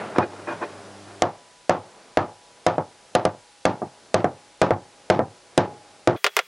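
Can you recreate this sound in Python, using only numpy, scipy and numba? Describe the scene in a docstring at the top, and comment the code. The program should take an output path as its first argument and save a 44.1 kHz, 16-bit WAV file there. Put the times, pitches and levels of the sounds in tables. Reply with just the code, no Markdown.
"""In a garage, a hammer knocks a steel wheel arch from inside about twice a second, often bouncing once.
Each contact pushes the panel, which thuds, rings in modes and rattles in a noisy tail, under a noise-burst crack.
First the head shuffles (random slips through the panel) and knocks; hum partials and filtered rumble sink
as the blows start. A small camera microphone limits, clips and hisses.
For the last third of a second time runs four times fast, so two blows turn into bright double cracks."""
import sys
import numpy as np
from scipy import signal
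from scipy.fft import rfft, irfft, next_fast_len
from scipy.io import wavfile
from scipy.ndimage import uniform_filter1d
from numba import njit

SR = 44100
rng = np.random.default_rng(int(sys.argv[2]) if len(sys.argv) > 2 else 0)


def int16_out(signal):
    """Quantize to a 16-bit WAV file."""
    q = np.round(np.clip(np.atleast_2d(signal).T, -1, 1) * 32767)
    wavfile.write(sys.argv[1], SR, q.astype(np.int16))


def field_ratio(decibels):
    """Amplitude ratio for a level in dB (20 dB per decade); scalars and array-likes work."""
    return 10 ** (np.asarray(decibels, dtype=float) / 20)


N = 285320

# microphone hiss spectrum: (frequency [Hz], relative density [dB])
HISS = [(20, -14), (40, 11), (70, -6), (120, -18), (1500, -2), (5000, -2), (11000, -9)]
# hiss heard in opposite phase left and right: (frequency [Hz], relative density [dB])
SIDE_HISS = [(18, -41), (30, -8), (422, -15.5), (527, -17), (842, -16), (11000, -18.5), (14300, -55),
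             (22000, -120)]
# low garage rumble spectrum: (frequency [Hz], relative density [dB])
RUMBLE = [(60, -31), (100, -4), (300, 0), (600, 4), (900, -2), (1500, -5.5), (3000, -18), (6000, -36)]
# mains hum partials: (frequency [Hz], relative level [dB])
HUM = [(100.5, -51), (200, -54.5), (301.5, -52.5), (402, -55), (501, -72), (603, -79), (703, -58),
       (781, -61)]
# ringing modes of the arch, the longest belonging to the body shell:
# (frequency [Hz], relative level [dB], 60 dB decay time [s])
PANEL = [(108, -18, .33), (188, -12, .2), (300, -8, .15), (350, -5, .18), (522, -4, .16), (630, -2, .12),
         (715, 0, .13), (793, -12, .25), (845, -14, .4), (894, -10, .22), (968, -14, .25), (1092, -16, .2),
         (1185, -10, .16), (1290, -18, .18), (1420, -20, .2), (1577, -20, .2), (1715, -14, .12),
         (1812, -16, .18), (2100, -24, .13), (366, -56, 2.5), (490, -52, 2.0), (819, -44, 2.2),
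         (841, -45, 1.8), (975, -51, 3.3)]
# dense upper modes and the garage, as a noisy tail: (frequency [Hz], relative density [dB])
TAIL = [(60, -38), (110, 2), (300, 1), (550, 2.5), (800, -1.5), (1270, -0.5), (1900, -8.5), (3000, -12),
        (5500, -10), (11000, -50)]
# how long that tail rings: (frequency [Hz], 60 dB decay time before ring scaling [s])
TAIL_T60 = [(80, 0.39), (210, 0.26), (560, 0.34), (1500, 0.2), (4000, 0.26), (10000, 0.042)]
# the hammer head drags and shuffles on the steel: (time [s], length [s], relative level [dB])
SCRAPES = [(0.0, 0.022, -35), (0.048, 0.69, -42.5), (0.145, 0.048, -27), (0.191, 0.054, -18),
           (0.321, 0.03, -47), (0.384, 0.017, -38), (0.467, 0.031, -23), (0.491, 0.053, -24.5),
           (0.609, 0.035, -22), (1.043, 0.12, -43)]
# the head is set against the arch: (heard time [s], strength [dB], crack against strength [dB])
KNOCKS = [(.184, -5.5, -21), (.228, -21, -41)]
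# the head rebounds and lands again: (heard time [s], strength [dB], crack against strength [dB])
BOUNCES = [(1.749, -19.5, -44), (2.781, -13, -35), (3.252, -9, -8), (3.818, -18, -53), (4.244, -10, -26.5),
           (4.707, -8.5, -24), (5.192, -10, -50), (6.2651, -7.5, -8), (6.3907, -9, -13)]
# full swings: (heard time [s], strength [dB], crack against strength [dB])
BLOWS = [(1.221, -10, -2.5), (1.695, -7.5, -9), (2.172, -7, -16.5), (2.665, -7.5, -3.5), (3.151, -8.5, -2),
         (3.653, -8, -3), (4.143, -8.5, -2), (4.616, -6, -5), (5.100, -6, -4), (5.577, -6.5, -2.5),
         (6.074, -7.5, -10.5), (6.2433, -6.5, -3.5), (6.3668, -6.5, 5)]

# (ring length factor, time until the head settles on the steel [ms], starting thud [Hz], boom offset [dB])
BLOW_CONTACT, BOUNCE_CONTACT, KNOCK_CONTACT = (0.97, 83, 682, 0.11), (0.72, 42, 659, 0.058), (0.61, 48, 453, 5.4)
# the background sinks at the first blow, then creeps: (before [dB], after [dB], creep [dB/s])
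HUM_DB, RUMBLE_DB, MIC_HISS_DB = (-50, -80, 2.5), (-46, -56.5, 0.36), (-50.5, -54, -0.01)
SINK_S = 0.029
SIDE_HISS_DB = -67.5
FAST_FROM_S, FADE_S, FAST = 6.158, 0.012, 4  # FAST is a speed factor
TOP_HZ, FAST_TOP_HZ = 11000, 15900  # top cuts as heard
LONG = N + FAST * SR // 2  # samples of garage time, enough for the fast stretch
SCRAPE_DECAY_DB, SCRAPE_DECAY_S = 9.5, 0.15  # low noise dying away from a scrape at the start
RUMBLE_WAVER_DB, HUM_WAVER_DB = 4, 1.6  # scale of the smoothed random level
MODES_DB, TAIL_DB, SETTLE_DB = -11, -2.5, -3
MODE_SCATTER_DB, MODE_DETUNE = 3, 0.00467  # random spread of each contact; detune is a share of the pitch
BOOM_UNDER_HZ, SHELL_SPLIT_HZ, SHELL_T60_S = 400, 900, 1  # rings longer than SHELL_T60_S are shell
CLATTER_DB, CLATTER_MS = 2, 4
SLIPS_PER_S, SLIP_SPREAD_DB = 1500, 2.2
SCRAPE_RISE, RASP_DB = 0.35, -1.5  # rise is a share of the length
PANEL_GAIN_DB, CRACK_GAIN_DB = 10.5, 3.5  # how well the panel and the bare steel radiate
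# as the dent flattens the thud sinks and more panel booms
THUD_SAG_HZ_PER_S, BOOM_DB_PER_S, EVEN_BOOM_S = 18.7, 2, 4.5
# contacts weaker than FULL_THUD_DB barely dent the spot, so their thud shrinks
THUD_PER_DB, FULL_THUD_DB = 1.1, -10


def norm(x):
    """Scale to rms 1."""
    return x / np.sqrt(np.mean(x ** 2))


def colour(x, table):
    """Filter by (frequency [Hz], gain [dB]) points joined on a log axis."""
    size = next_fast_len(len(x))
    hz, db = np.transpose(table)
    f = np.maximum(np.arange(size // 2 + 1) * SR / size, 1)
    gain = field_ratio(np.interp(np.log(f), np.log(hz), db))
    return irfft(rfft(x, size) * gain, size)[:len(x)]


def band(x, lo_hz, hi_hz):
    """Causal band-pass."""
    return signal.sosfilt(signal.butter(2, [lo_hz, hi_hz], "bandpass", fs=SR, output="sos"), x)


def lowpass(x, hz):
    """Steep top cut without delay."""
    return signal.sosfiltfilt(signal.ellip(8, .1, 50, hz, fs=SR, output="sos"), x)


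def walk(rate):
    """Random levels held for 1 / rate seconds and smoothed twice."""
    hold = int(SR / rate)
    steps = np.repeat(rng.standard_normal(LONG // hold + 1), hold)
    return uniform_filter1d(uniform_filter1d(steps, hold), hold)[:LONG]


def true_time(s):
    """Heard time to garage time."""
    return s + (FAST - 1) * max(s - FAST_FROM_S, 0)


def sinking_level(before, after, creep):
    """Background level in dB: steady, sinking at the first blow, then creeping."""
    since = np.maximum(np.arange(LONG) / SR - BLOWS[0][0], 0)
    return before + (after - before) * np.minimum(since / SINK_S, 1) + creep * since


def mic_hiss():
    """Microphone self-noise: coloured random noise."""
    return field_ratio(sinking_level(*MIC_HISS_DB)) * norm(colour(rng.standard_normal(LONG), HISS))


def side_hiss():
    """Quiet coloured noise for the difference between the two channels."""
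    return field_ratio(SIDE_HISS_DB) * norm(lowpass(colour(rng.standard_normal(N), SIDE_HISS), TOP_HZ))


def rumble():
    """Low garage rumble: coloured noise with a wavering level, plus low noise dying away from a scrape at the
    start."""
    t = np.arange(LONG) / SR
    level_db = sinking_level(*RUMBLE_DB) + SCRAPE_DECAY_DB * np.exp(-t / SCRAPE_DECAY_S)
    noise = norm(colour(rng.standard_normal(LONG), RUMBLE))
    return field_ratio(level_db + RUMBLE_WAVER_DB * walk(5.8)) * noise


def mains_hum():
    """Mains hum: steady sine partials, each wavering in level on its own."""
    t = np.arange(LONG) / SR
    hum = np.zeros(LONG)
    for k, (hz, db) in enumerate(HUM):
        hum += field_ratio(db + HUM_WAVER_DB * walk(18.0)) * np.sin(2 * np.pi * hz * t + k)
    return field_ratio(sinking_level(*HUM_DB)) * hum / field_ratio(HUM[0][1])  # levelled by the first partial


def panel_modes(ring, bass_db):
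    """Decaying sine modes with new weights at each contact: the panel's sum, then the body shell's."""
    t = np.arange(SR) / SR
    hz, db, t60 = (column[:, None] for column in np.transpose(PANEL))
    chance = rng.standard_normal((len(PANEL), 2))
    hz = hz * (1 + MODE_DETUNE * chance[:, :1])
    # more boom also weakens the shell's highest long ring
    boom = np.where(t60 > SHELL_T60_S, -1. * (hz > SHELL_SPLIT_HZ), hz < BOOM_UNDER_HZ)
    level_db = MODES_DB + db + bass_db * boom + MODE_SCATTER_DB * chance[:, 1:]
    modes = field_ratio(level_db - 60 * t / (t60 * ring)) * np.sin(2 * np.pi * hz * t)
    shell = t60[:, 0] > SHELL_T60_S
    return modes[~shell].sum(axis=0), modes[shell].sum(axis=0)


def panel_tail(ring, bright_db, bass_db):
    """Dense upper modes and the garage as bands of noise, each with its own decay."""
    t = np.arange(SR // 2) / SR
    centres = 80 * 2 ** np.arange(0, 7.5, .75)
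    gains, decays = (np.interp(np.log(centres), np.log(np.array(table)[:, 0]), np.array(table)[:, 1])
                     for table in (TAIL, TAIL_T60))
    # sharper contacts shake up more treble rattle
    gains = gains + bright_db * np.clip(np.log2(centres / 1000.0) / 2, 0, 1)
    gains = gains + bass_db * (centres < BOOM_UNDER_HZ)
    tail = np.zeros(len(t))
    for hz, db, t60 in zip(centres, gains, decays):
        noise = band(rng.standard_normal(len(t)), hz / 1.3, hz * 1.3)
        tail += noise * field_ratio(db - 60 * t / (t60 * ring))
    # loose seams make the tail clatter in short knots
    knot = int(CLATTER_MS * SR / 1000)
    knots = np.repeat(rng.standard_normal(len(t) // knot + 1), knot)
    tail = tail * field_ratio(CLATTER_DB * uniform_filter1d(knots, knot // 2)[:len(t)])
    return field_ratio(TAIL_DB) * tail * (1 - np.exp(-t / 0.00033))


def dent_thud(thud_hz, thud_db):
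    """The struck spot: a couple of cycles of a low, heavily damped thud and its overtone."""
    t = np.arange(SR) / SR
    thud = field_ratio(3.5 + thud_db) * np.sin(2 * np.pi * thud_hz * t) * np.exp(-(t / 0.0021) ** 2)
    overtone = np.sin(2 * np.pi * 2.735 * thud_hz * t) * np.exp(-t / 0.0069)
    return thud + field_ratio(-14 + thud_db) * overtone


def panel(ring, thud_hz, settle_ms, bright_db, bass_db, thud_db):
    """One panel response: thud, modes and tail, damped as the head settles on the steel."""
    t = np.arange(SR) / SR
    modes, shell = panel_modes(ring, bass_db)
    # the bending waves take a moment to spread
    near = dent_thud(thud_hz, thud_db) + modes * (1 - np.exp(-t / 0.0026))
    near[:SR // 2] += panel_tail(ring, bright_db, bass_db)
    settled = np.clip((t - settle_ms / 1000) / 0.011, 0, 1)
    return near * field_ratio(SETTLE_DB * settled) + shell  # the shell is out of the hammer's reach


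def scrapes():
    """Uneven slips that swell and fade, ringing the hand-damped panel and a raspy lip."""
    swell = np.zeros(LONG)
    for s, length, db in SCRAPES:
        u = np.linspace(0, 1, int(length * SR))
        i = int(s * SR)
        swell[i:i + len(u)] += field_ratio(db) * np.minimum(u / SCRAPE_RISE, 1) * np.sqrt(1 - u)
    sizes = field_ratio(SLIP_SPREAD_DB * rng.exponential(size=LONG)) * np.sign(rng.standard_normal(LONG))
    slips = swell * norm((rng.random(LONG) < SLIPS_PER_S / SR) * sizes)
    body = panel(0.61, 900, 25, 1.7, 2.6, -1.8)[:SR // 5]
    body = body / np.sqrt(np.sum(body ** 2))
    rasp = 4.0 * (band(slips, 1320, 1520) + .6 * band(slips, 1650, 1900))
    return band(signal.fftconvolve(slips, body)[:LONG], 150, 2580) + field_ratio(RASP_DB) * rasp


def crack():
    """Steel on steel: a very short burst of band-passed noise."""
    t = np.arange(2000) / SR
    noise = band(rng.standard_normal(len(t)), 1530, 5620)
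    return noise * (1 - np.exp(-t / 0.00042)) * np.exp(-t / 0.0017)


def contact(s, db, crack_db, ring, settle_ms, thud_hz, boom_db):
    """One contact: a short push into the panel plus a crack."""
    t = np.arange(256) / SR
    push = t * np.exp(-t / (.00006 * field_ratio(-.6 * db)))  # weaker contacts press longer, so they sound duller
    bass_db = boom_db + BOOM_DB_PER_S * (true_time(s) - EVEN_BOOM_S)
    thud_db = THUD_PER_DB * min(db - FULL_THUD_DB, 0)
    bright_db = 0.46 * crack_db + 5.0
    ringing = panel(ring, thud_hz - THUD_SAG_HZ_PER_S * s, settle_ms, bright_db, bass_db, thud_db)
    sound = signal.fftconvolve(ringing, push / push.sum())[:SR]
    snap = crack()
    sound[:len(snap)] += field_ratio(crack_db + CRACK_GAIN_DB) * snap
    return field_ratio(db + PANEL_GAIN_DB) * sound


def hammer():
    """Knocks, blows and bounces, each striking the panel anew and laid out in garage time."""
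    out = np.zeros(LONG + 2 * SR)
    kinds = ((BLOWS, BLOW_CONTACT), (BOUNCES, BOUNCE_CONTACT), (KNOCKS, KNOCK_CONTACT))
    for table, settings in kinds:
        for s, db, crack_db in table:
            i = int(true_time(s) * SR)
            out[i:i + SR] += contact(s, db, crack_db, *settings)
    return out[:LONG]


@njit
def follow(x, attack, release):
    """Peak follower, quick up and slow down."""
    e, out = 0., np.empty(len(x))
    for i in range(len(x)):
        e += (abs(x[i]) - e) * (attack if abs(x[i]) > e else release)
        out[i] = e
    return out


def camera(x, hiss):
    """Bass cut, hiss, a limiter that squeezes each blow and lets go over its tail, clipping, a coupling capacitor."""
    x = signal.sosfilt(signal.ellip(5, .5, 40, 96, "highpass", fs=SR, output="sos"), x) + hiss
    level = follow(x, 1 / (0.0093 * SR), 1 / (0.054 * SR))
    limited = x * (1 + (level / .12) ** 2) ** -.3
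    clipped = np.clip(limited, -.5, .5)
    return signal.sosfilt(signal.butter(2, 62, "highpass", fs=SR, output="sos"), clipped)


def scene():
    """Play the garage at normal speed, then cross over to four times fast."""
    mid = camera(mains_hum() + rumble() + scrapes() + hammer(), mic_hiss())
    start = int(FAST_FROM_S * SR)
    fast = np.zeros(N)
    # keeping every fourth sample speeds time up and raises the pitch
    fast[start:] = lowpass(mid, FAST_TOP_HZ / FAST)[start::FAST][:N - start]
    fade = np.clip((np.arange(N) / SR - FAST_FROM_S) / FADE_S, 0, 1)
    mid = lowpass(mid, TOP_HZ)[:N] * (1 - fade) + fast * fade
    side = side_hiss() * (1 - fade)
    return np.array([mid + side, mid - side])


def low_pass(x):
    """Removes everything above the highest recorded frequency."""
    return signal.sosfilt(signal.butter(12, 17140, fs=SR, output="sos"), x)


def record(dry):
    """Turn the finished mix into the sound that is written out."""
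    return low_pass(dry)


dry = scene()
out = record(dry)
int16_out(out)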